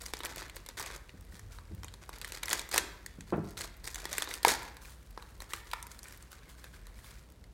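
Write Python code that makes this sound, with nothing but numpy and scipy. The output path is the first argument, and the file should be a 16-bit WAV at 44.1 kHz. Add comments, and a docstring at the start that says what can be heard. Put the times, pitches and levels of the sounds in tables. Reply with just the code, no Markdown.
"""A workbench in a small workshop, one microphone close to gloved hands opening a plastic packet.
First the fingers flex it: creases snap over a fine crackle, and an arm nudges the bench. The snaps
build, then at 3.3 s something is put down with a dull knock. Near 4.5 s the packet gives way and taut
panels of film pop; the contents slide out until about 7 s. The room answers over a low mains hum."""
import sys
import numpy as np
from scipy import signal
from scipy.fft import rfft, irfft
from scipy.io import wavfile

SR = 44100
rng = np.random.default_rng(int(sys.argv[2]) if len(sys.argv) > 2 else 0)


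def output_pcm(signal):
    """Save a mono or channel-first signal as 16-bit PCM at the path in sys.argv[1].

    Samples are clipped to [-1, 1] before scaling.
    """
    pcm = np.clip(np.atleast_2d(signal).T, -1, 1) * 32767
    wavfile.write(sys.argv[1], SR, np.round(pcm).astype(np.int16))


N = 332073


def gain_of(db):
    """Decibels to amplitude."""
    return 10 ** (np.asarray(db) / 20)


def unit_rms(x):
    """Scales to rms 1."""
    return x / np.sqrt(np.mean(x ** 2) + 1e-20)


def curve_at(points, hz):
    """Reads a table on a log-frequency axis."""
    f, value = np.transpose(points)
    return np.interp(np.log(hz + 1), np.log(f + 1), value)


def add(mix, start_s, sound):
    """Mixes a sound in at its start time."""
    part = mix[max(round(start_s * SR), 0):][:len(sound)]
    part += sound[:len(part)]


def band(x, hz, kind, order=2):
    """Causal low-, high- or band-pass."""
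    return signal.sosfilt(signal.butter(order, hz, kind, fs=SR, output="sos"), x)


def impulse_response(spectrum, size=2048):
    """A click with the given spectrum and nothing ahead of its attack."""
    log_gain = np.log(gain_of(curve_at(spectrum, abs(np.fft.fftfreq(size, 1 / SR)))))
    return np.fft.ifft(np.exp(np.conj(signal.hilbert(log_gain)))).real[:size // 2]


# The loudest creases, close to the microphone. Each row: start in seconds, midrange level in dB,
# then body and treble in dB against that level.
CREASE_SNAPS = [(0.018, -48.5, -11, 5), (0.062, -42, -13.5, 5), (0.136, -33, -3, -2.5),
                (0.169, -46.5, -15, 3), (0.2043, -39, -1.5, -11), (0.234, -40.5, -3.5, -3.5),
                (0.2495, -42, 3.5, 6), (0.2565, -34, -6, -4), (0.4198, -43.5, 1.5, -11.5),
                (0.497, -44, -10.5, -4), (0.5656, -43.5, -1.5, -0.5), (0.6624, -45.5, -5, 0),
                (0.688, -42, -3.5, 2), (0.797, -42.5, 2, 5), (0.826, -40, -6, -0.5),
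                (0.8614, -42.5, -15, 2.5), (0.902, -48, 5, -8), (0.962, -50, -1, 5.5),
                (1.093, -47.5, -10, -13.0), (1.394, -48.5, -5, 0), (1.586, -51.5, 5, -13),
                (1.833, -45, -1, -2), (1.8446, -45.5, 0.5, 3), (1.882, -46.5, -29, -5),
                (1.9391, -46, -6, -1), (2.092, -44.5, 6, -1), (2.2144, -39, -15, -1),
                (2.2458, -36, -23, -5), (2.321, -38.5, -7, 0), (2.4324, -32, -8, -1.5),
                (2.457, -48, -11, 10), (2.482, -34, -17, -5), (2.493, -39, -3, 3), (2.502, -44, -7, 10),
                (2.511, -31.5, -17, -13), (2.53, -25, -6, 1.5), (2.5937, -33.5, -9, 0), (2.69, -48.5, 1, 4),
                (2.7136, -38.5, -20, 0), (2.743, -29, -6.5, 0.5), (2.7605, -34.5, 6, 5),
                (2.779, -21, -6.5, 1.5), (3.062, -38.5, -10.5, -1), (3.2076, -47, -9, 1),
                (3.571, -43, -23, -7), (3.608, -37.5, -9, -4), (3.8752, -36.5, -10, 0),
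                (3.9448, -40, -17, 3.5), (3.957, -38, -14, 1), (4.054, -33, -3.5, -3),
                (4.1288, -35.5, -18.5, 3.5), (4.1817, -28, -7.5, 0), (4.2217, -28.5, -7.5, -2),
                (4.274, -40.5, 2.5, -16), (4.3117, -35, -9, -9), (4.339, -36, -18, 2),
                (4.4306, -37.5, -9, 1), (4.4488, -22.5, -3, -2), (4.4815, -30.5, -5, 7),
                (4.487, -29, -6, -7), (4.6299, -45.5, -19, -1), (4.768, -48.5, -5.5, -0.5),
                (5.1755, -45.5, 6.5, -7), (5.224, -47, -0.5, -6.5), (5.4034, -41.5, -5, -4),
                (5.4202, -48, 1, 3), (5.5343, -32.5, -6.5, -1.5), (5.714, -41.5, -10, -4),
                (5.7331, -36, -9, -3), (5.8265, -47, -11, 6.5), (5.8682, -48.5, -4.5, 2),
                (5.916, -53, -14, 7), (5.9906, -49, -24, 4), (6.0306, -53.5, -5.5, 8),
                (6.041, -57.5, -8, 7), (6.084, -57, -14, 8), (6.124, -51, -20, 2), (6.225, -60.5, -15, 9.5),
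                (6.432, -59, -16, -8.5), (6.6417, -45.5, -7, -4), (6.8686, -51, -4, -1),
                (6.989, -53, -4, -6), (7.044, -53, -2, -10.5), (7.44, -55.5, -10.5, -4)]
def snaps(film, run_s=.0012, ringing=0.8, push=0.87, body_hz=1400, treble_hz=5000):
    """A crease gives way in a run of jerks; packet, hands and bench scatter them, treble most briefly."""
    out, t = np.zeros(N), np.arange(SR // 25) / SR
    progress = np.minimum(t / run_s, 1)
    giving_way = np.sin(np.pi * progress) + 0.25 * np.exp(-t / 0.0068) * progress
    colours = [band(band(film, 360, "high"), body_hz, "low", order=3),
               band(film, [body_hz, treble_hz], "band"),
               band(film, treble_hz, "high", order=3)]
    for start, db, body_db, treble_db in CREASE_SNAPS:
        jerks = rng.standard_normal(len(t)) * giving_way
        jerks[(rng.uniform(0, run_s, 2) * SR).astype(int)] += 1.5 * rng.choice([-1, 1], 2)
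        # the jerks sound directly and through the facet beside the crease
        crack = unit_rms(jerks) + ringing * unit_rms(facet(jerks, cycles=0.9, scatter=1.9)[:len(t)])
        # the sheet around it shifts in one short push, which gives a body without pitch
        shove = crack + push * np.linalg.norm(crack) * signal.unit_impulse(len(t), int(run_s * SR / 2))
        drives = [shove, crack, crack * np.exp(-t / 0.019)]
        for colour, part_db, drive in zip(colours, [body_db, 0, treble_db], drives):
            part = signal.fftconvolve(drive, colour)
            part *= np.sqrt(SR / 200) / np.linalg.norm(part)  # the energy of 5 ms at rms 1
            add(out, start, gain_of(db + part_db) * part)
    return out


# Whole panels of film flipping over, partly shielded from the walls by the hands. Each row: start in
# seconds, level in dB, pitch in Hz, t60 in seconds, share sent to the walls in dB.
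PANEL_POPS = [(4.449, -6.5, 902, 0.012, -4.5), (4.472, -22.5, 483, 0.022, -9),
              (5.176, -38, 975, 0.0042, -5), (5.536, -29, 1230, 0.011, -3),
              (5.733, -27.5, 970, 0.022, -0.5), (5.736, -24.5, 1340, 0.0074, -1.5)]
# The modes of such a panel. Each row: multiple of the pitch, relative level in dB.
PANEL_MODES = [(0.521, -14.5), (1.001, 6.5), (1.42, -2), (1.9, 3), (2.35, 2), (3.801, -5)]
def pops(to_walls=False, rise_s=0.0006):
    """A taut panel flips and rings briefly, upper modes dying first; little radiates below its pitch."""
    out, t = np.zeros(N), np.arange(SR // 20) / SR
    for start, db, hz, t60, walls_db in PANEL_POPS:
        ring = sum(gain_of(mode_db - 60 * t * np.sqrt(ratio) / t60) * np.sin(2 * np.pi * ratio * hz * t)
                   for ratio, mode_db in PANEL_MODES)
        pop = band(ring * (1 - np.exp(-t / rise_s)), 0.41 * hz, "high", order=3)
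        add(out, start, gain_of(db + to_walls * walls_db) * pop)
    return out


def facet(drive, cycles=1.6, scatter=2.85, scatter_s=0.0018, longest_s=0.00066, rise_s=0.00033, count=9):
    """One small facet of film buckles: a few modes, and bending waves scattered by the creases."""
    t = np.arange(700) / SR
    hz = np.geomspace(600, 14000, count)[:, None] * rng.uniform(0.9, 0.91, (count, 1))
    life_s = 1 / (hz / cycles + 1 / longest_s)
    modes = rng.standard_normal((count, 1)) * np.sin(2 * np.pi * hz * t) * np.exp(-t / life_s)
    ring = unit_rms((modes * np.sqrt(hz / life_s)).sum(0))
    ring += scatter * unit_rms(rng.standard_normal(len(t)) * np.exp(-t / scatter_s))
    sound = signal.fftconvolve(ring * (1 - np.exp(-t / rise_s)), drive)
    return sound / np.linalg.norm(sound)


# Film and paper sliding over gloves, heard close up. Each row: frequency in Hz, relative level in dB.
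RUB_SPECTRUM = [(200, -7), (700, -14.5), (1100, 5), (1900, -9.5), (2900, -3.5), (6500, -7.5), (9000, -5),
                (16000, -10)]
def crackle(film, work, per_s, spread_db, rub, low_db, high_db, steady_s=0.057, count=16):
    """Countless tiny facets of uneven size flick over, above the hiss of film sliding on glove."""
    level, treble = work
    # harder flexing flips more facets a second, until they merge into a rip
    flipped = np.cumsum(level ** .55)
    grains = np.zeros(N)
    for _ in range(count):
        hits = np.searchsorted(flipped, flipped[-1] * rng.random(int(per_s * N / SR / count)))
        train = np.zeros(N)
        train[hits] = gain_of(spread_db * np.minimum(rng.exponential(1, len(hits)), 4))
        grains += signal.oaconvolve(train, facet(film))[:N]
    hiss = signal.oaconvolve(rng.standard_normal(N), impulse_response(RUB_SPECTRUM))[:N]
    texture = unit_rms(grains) + rub * unit_rms(hiss)
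    # evened out, so that the work of the fingers sets how much energy is released
    texture /= np.sqrt(signal.oaconvolve(texture ** 2, np.hanning(int(2 * steady_s * SR)), "same"))
    low = unit_rms(band(texture, 3500, "low", order=3))
    high = unit_rms(band(texture, 4300, "high", order=3))
    return gain_of(low_db) * level * low + gain_of(high_db) * treble * high


def folds(level, db, per_s, low_hz, high_hz, cycles=2.2, spread_db=4.0, count=14):
    """Broad, soft folds give way with dull little pips of assorted pitch, each a few cycles long."""
    out, t = np.zeros(N), np.arange(SR // 60) / SR
    for hz in np.geomspace(low_hz, high_hz, count):
        pip = unit_rms(np.sin(2 * np.pi * hz * t) * np.exp(-hz * t / cycles))
        for place, size in rng.random((int(per_s * N / SR / count), 2)):
            add(out, place * N / SR, pip * gain_of(spread_db * min(-np.log(1 - size), 3)))
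    return gain_of(db) * level * unit_rms(out)


def ticks(treble, per_s=24, size_db=3, spread_db=8.0, count=8):
    """The smallest creases tick at random, thin and bright, louder under harder fingers."""
    out = np.zeros(N)
    for _ in range(count):
        hits = rng.random(N) < per_s / count / SR
        sizes = gain_of(size_db + spread_db * np.minimum(rng.exponential(1, N), 3))
        out += signal.oaconvolve(hits * sizes * treble ** 0.86, facet(np.ones(1), scatter_s=0.0014))[:N]
    return band(out, 4500, "high", order=1)


def effort(moves, attack_s, ease_db_per_s, release_db_per_s, held_db=-71, laid_down_s=7.2):
    """Amplitude of the film's lower and upper range as each move takes hold, eases off and lets go."""
    t, power = np.arange(N) / SR, np.zeros((2, N))
    for start, length, db, treble_db in moves:
        age = t[:round((length + .25) * SR)]
        fall_db = ease_db_per_s * age + release_db_per_s * np.maximum(age - length, 0)
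        level = np.minimum(age / attack_s, 1) * gain_of(db - fall_db)
        add(power[0], start, level ** 2)
        add(power[1], start, (level * gain_of(treble_db)) ** 2)
    # the film whispers as long as it is held, and settles once it is laid down
    whisper = gain_of(held_db - 35 * np.maximum(t - laid_down_s, 0))
    return np.sqrt(power + whisper ** 2)


# Fingers flex and tug the closed packet above the bench. Each row: start in seconds, length in seconds,
# level in dB, treble in dB against that level.
FINGER_FLEXES = [(0, .1, -54, 3.5), (0.138, .07, -55, -1), (.225, .035, -44, -9), (.275, .05, -49, -1.5),
                 (.35, .06, -46, 0), (.415, .05, -50, -5.5), (.543, .035, -54, 0.5), (.675, .025, -54, -9),
                 (.768, .04, -42, -1), (.82, .135, -48, -2.5), (2.013, .015, -53, -3),
                 (2.123, .05, -52, -2), (2.215, .09, -54, 2), (2.318, .055, -47, 0), (2.418, .068, -48, -6),
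                 (2.497, .045, -37.5, 0.5), (2.561, .04, -48, 5), (2.708, .03, -43, 3.5),
                 (2.728, .06, -36, -3), (3.266, .035, -58, -0.5), (3.432, .08, -61, 2.5),
                 (3.566, .08, -45, 3.5), (3.833, .08, -52, 6), (3.952, .15, -51, 1),
                 (4.105, .135, -44.5, 0.5), (4.28, .085, -48, 1.5), (4.456, .075, -35.5, 4),
                 (4.477, .025, -30, -4), (4.529, .16, -51, -3)]
# The loose or opened packet and its paper card slide over the gloves. Each row reads as for the flexes.
GLOVE_STROKES = [(1.305, .06, -57.5, 1), (1.5, .07, -59, 1), (4.805, .12, -57, 2.5), (5.18, .14, -63, -2),
                 (5.395, .03, -55, -1), (5.485, .1, -51, -0.5), (5.642, .16, -58, 0), (5.89, .06, -59, 2),
                 (6.025, .135, -57, -0.5), (6.19, .035, -60.5, -2), (6.3, .028, -54, 0),
                 (6.357, 0.12, -62, -9), (6.48, .028, -55.5, -1), (6.56, .12, -61.5, 0.5),
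                 (6.72, .04, -57, -2.5), (6.852, .04, -63, -9), (6.95, .05, -63, 2.5),
                 (7.025, .095, -57.5, 2.5), (7.131, .07, -63.5, 0)]
def rustle(film):
    """Taut film crackles under the fingers; slack film mostly slides, catching on the card's edges."""
    flexing = effort(FINGER_FLEXES, attack_s=.012, ease_db_per_s=18, release_db_per_s=450)
    stroking = effort(GLOVE_STROKES, attack_s=.02, ease_db_per_s=20, release_db_per_s=290)
    taut = crackle(film, flexing, per_s=1200, spread_db=7, rub=0.14, low_db=-3.5, high_db=-3.0)
    taut += folds(flexing[0], db=-6.0, per_s=220, low_hz=520, high_hz=2460)
    slack = crackle(film, stroking, per_s=600, spread_db=6.5, rub=1.17, low_db=-4.5, high_db=-2.5)
    slack += folds(stroking[0], db=-4.5, per_s=120, low_hz=1350, high_hz=2420, cycles=5)
    return taut + slack + ticks(flexing[1] + 0.47 * stroking[1])  # slack film ticks less


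# Knocks and nudges on the bench, just below the hands. Each row: start in seconds, relative level in dB,
# cut-off of the blow in Hz (lower is softer).
BENCH_KNOCKS = [(1.14, -37.5, 219), (1.335, -40.5, 188), (1.711, -28, 190), (3.185, -34.5, 212),
                (3.324, -20, 855), (3.329, -20, 820), (3.3367, -23, 1310), (3.379, -23, 524)]
# The modes of the bench. Each row: frequency in Hz, relative level in dB, t60 in seconds.
BENCH_MODES = [(94.7, -13.5, 0.58), (150, -12, 0.14), (170, -6, 0.12), (203.5, -5.5, 0.19), (321, -8, 0.14),
               (420, -0.5, 0.058), (950, -21, 0.06), (1200, -16, 0.06)]
def knocks(clatter=0.9, clatter_t60=0.096, clatter_hz=1600, boom=0.22, boom_t60=0.2, boom_hz=260):
    """Soft blows ring the bench, each from another spot; what lies on it clatters and the frame booms."""
    out, t = np.zeros(N), np.arange(SR // 2) / SR
    for start, db, cutoff_hz in BENCH_KNOCKS:
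        ring = sum(gain_of(mode_db - 60 * t / t60) * np.sin(2 * np.pi * (hz * t + rng.random()))
                   for hz, mode_db, t60 in BENCH_MODES)
        for size, t60, top_hz in (clatter, clatter_t60, clatter_hz), (boom, boom_t60, boom_hz):
            noise = unit_rms(band(rng.standard_normal(len(t)), [110, top_hz], "band"))
            ring += size * noise * gain_of(-60 * t / t60)
        add(out, start, gain_of(db) * band(ring, cutoff_hz, "low") / 2)
    return band(out, 67, "high")


# An arm shifts on the bench, near the microphone. Each row: time in seconds, level in dB.
ARM_LEVELS = [(1.05, -72), (1.301, -54), (1.66, -61.5), (1.745, -43), (1.95, -74)]
def arm_rumble(band_hz=(72, 112)):
    """The bench top rumbles softly under a moving arm."""
    level_db = np.interp(np.arange(N) / SR, *np.transpose(ARM_LEVELS))
    return gain_of(level_db) * unit_rms(band(rng.standard_normal(N), band_hz, "band", order=3))


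# The workshop's reverberation, heard from the bench. Each row: frequency in Hz, t60 in seconds.
WALL_DECAY = [(200, 0.65), (530, 0.64), (1600, 0.75), (6000, 0.5), (10000, 0.34), (16000, 1.1)]
# The colour of that reverberation. Each row: frequency in Hz, relative level in dB.
WALL_SPECTRUM = [(100, 8), (400, -1), (1500, 1), (9000, -5), (16000, -14.5)]
def room(x, wet_db=-13, delay_s=.003, crossfade_s=.03, count=4):
    """The walls return a diffuse tail, whose pattern changes as the packet moves about."""
    out = np.zeros(N)
    for k in range(count):
        hz, t, spectra = signal.stft(rng.standard_normal(SR // 2), SR, nperseg=256)
        tail_db = curve_at(WALL_SPECTRUM, hz)[:, None] - 60 * t / curve_at(WALL_DECAY, hz)[:, None]
        tail = signal.istft(spectra * gain_of(tail_db), SR, nperseg=256)[1]
        tail = np.append(np.zeros(round(delay_s * SR)), tail)
        # the sound is handed from one tail to the next
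        turn = (np.arange(N) / SR / crossfade_s + k) % count
        share = np.sin(np.pi / 2 * np.minimum(turn, 2))
        out += signal.oaconvolve(x * share, tail / np.linalg.norm(tail))[:N]
    return gain_of(wet_db) * out


# The workshop's air, all around the microphone. Each row: frequency in Hz, relative level in dB.
AIR_SPECTRUM = [(15, -37.5), (30, -24.5), (43, 1), (60, -9.5), (125, -16), (300, -26), (500, -27),
                (900, -35.5), (2000, -42), (9000, -50), (16000, -58)]
# Mains hum in the room. Each row: frequency in Hz, rms level in dB.
MAINS_HUM = [(59.6, -59.5)]
def room_tone(air_db=-54):
    """Low rumble and thin hiss of the workshop, with mains hum."""
    t = np.arange(N) / SR
    colour = gain_of(curve_at(AIR_SPECTRUM, np.fft.rfftfreq(N, 1 / SR)))
    air = irfft(rfft(rng.standard_normal(N)) * colour, N)
    hum = sum(gain_of(db) * np.sqrt(2) * np.sin(2 * np.pi * (hz * t + rng.random()))
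              for hz, db in MAINS_HUM)
    return gain_of(air_db) * unit_rms(air) + hum


# The colour of the crackling film at close range. Each row: frequency in Hz, relative level in dB.
FILM_SPECTRUM = [(100, -32), (200, -8.5), (340, 0.5), (520, -3.5), (700, -11), (950, 2), (1270, -2.5),
                 (1950, 2), (2800, -6), (3800, -0.5), (5000, -3.5), (8500, -6), (13000, -13.5),
                 (16000, -22)]
def scene():
    """Packet and bench close to the microphone, the workshop behind them, in mono."""
    film = impulse_response(FILM_SPECTRUM)
    handling = rustle(film) + knocks() + arm_rumble()
    # a snap leaves the crumpled film differently in each direction, so the walls get a longer blend of it
    walls = room(handling + pops(to_walls=True) + snaps(film, run_s=.018, ringing=0.089, push=0.36))
    return (handling + pops() + snaps(film) + walls + room_tone())[None]


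def record(dry, edge_hz=16100):
    """The recorder's band limit."""
    low_pass = signal.firwin(401, edge_hz, window=("kaiser", 9), fs=SR)
    return signal.oaconvolve(dry, low_pass[None], "same")


dry = scene()
out = record(dry)
output_pcm(out)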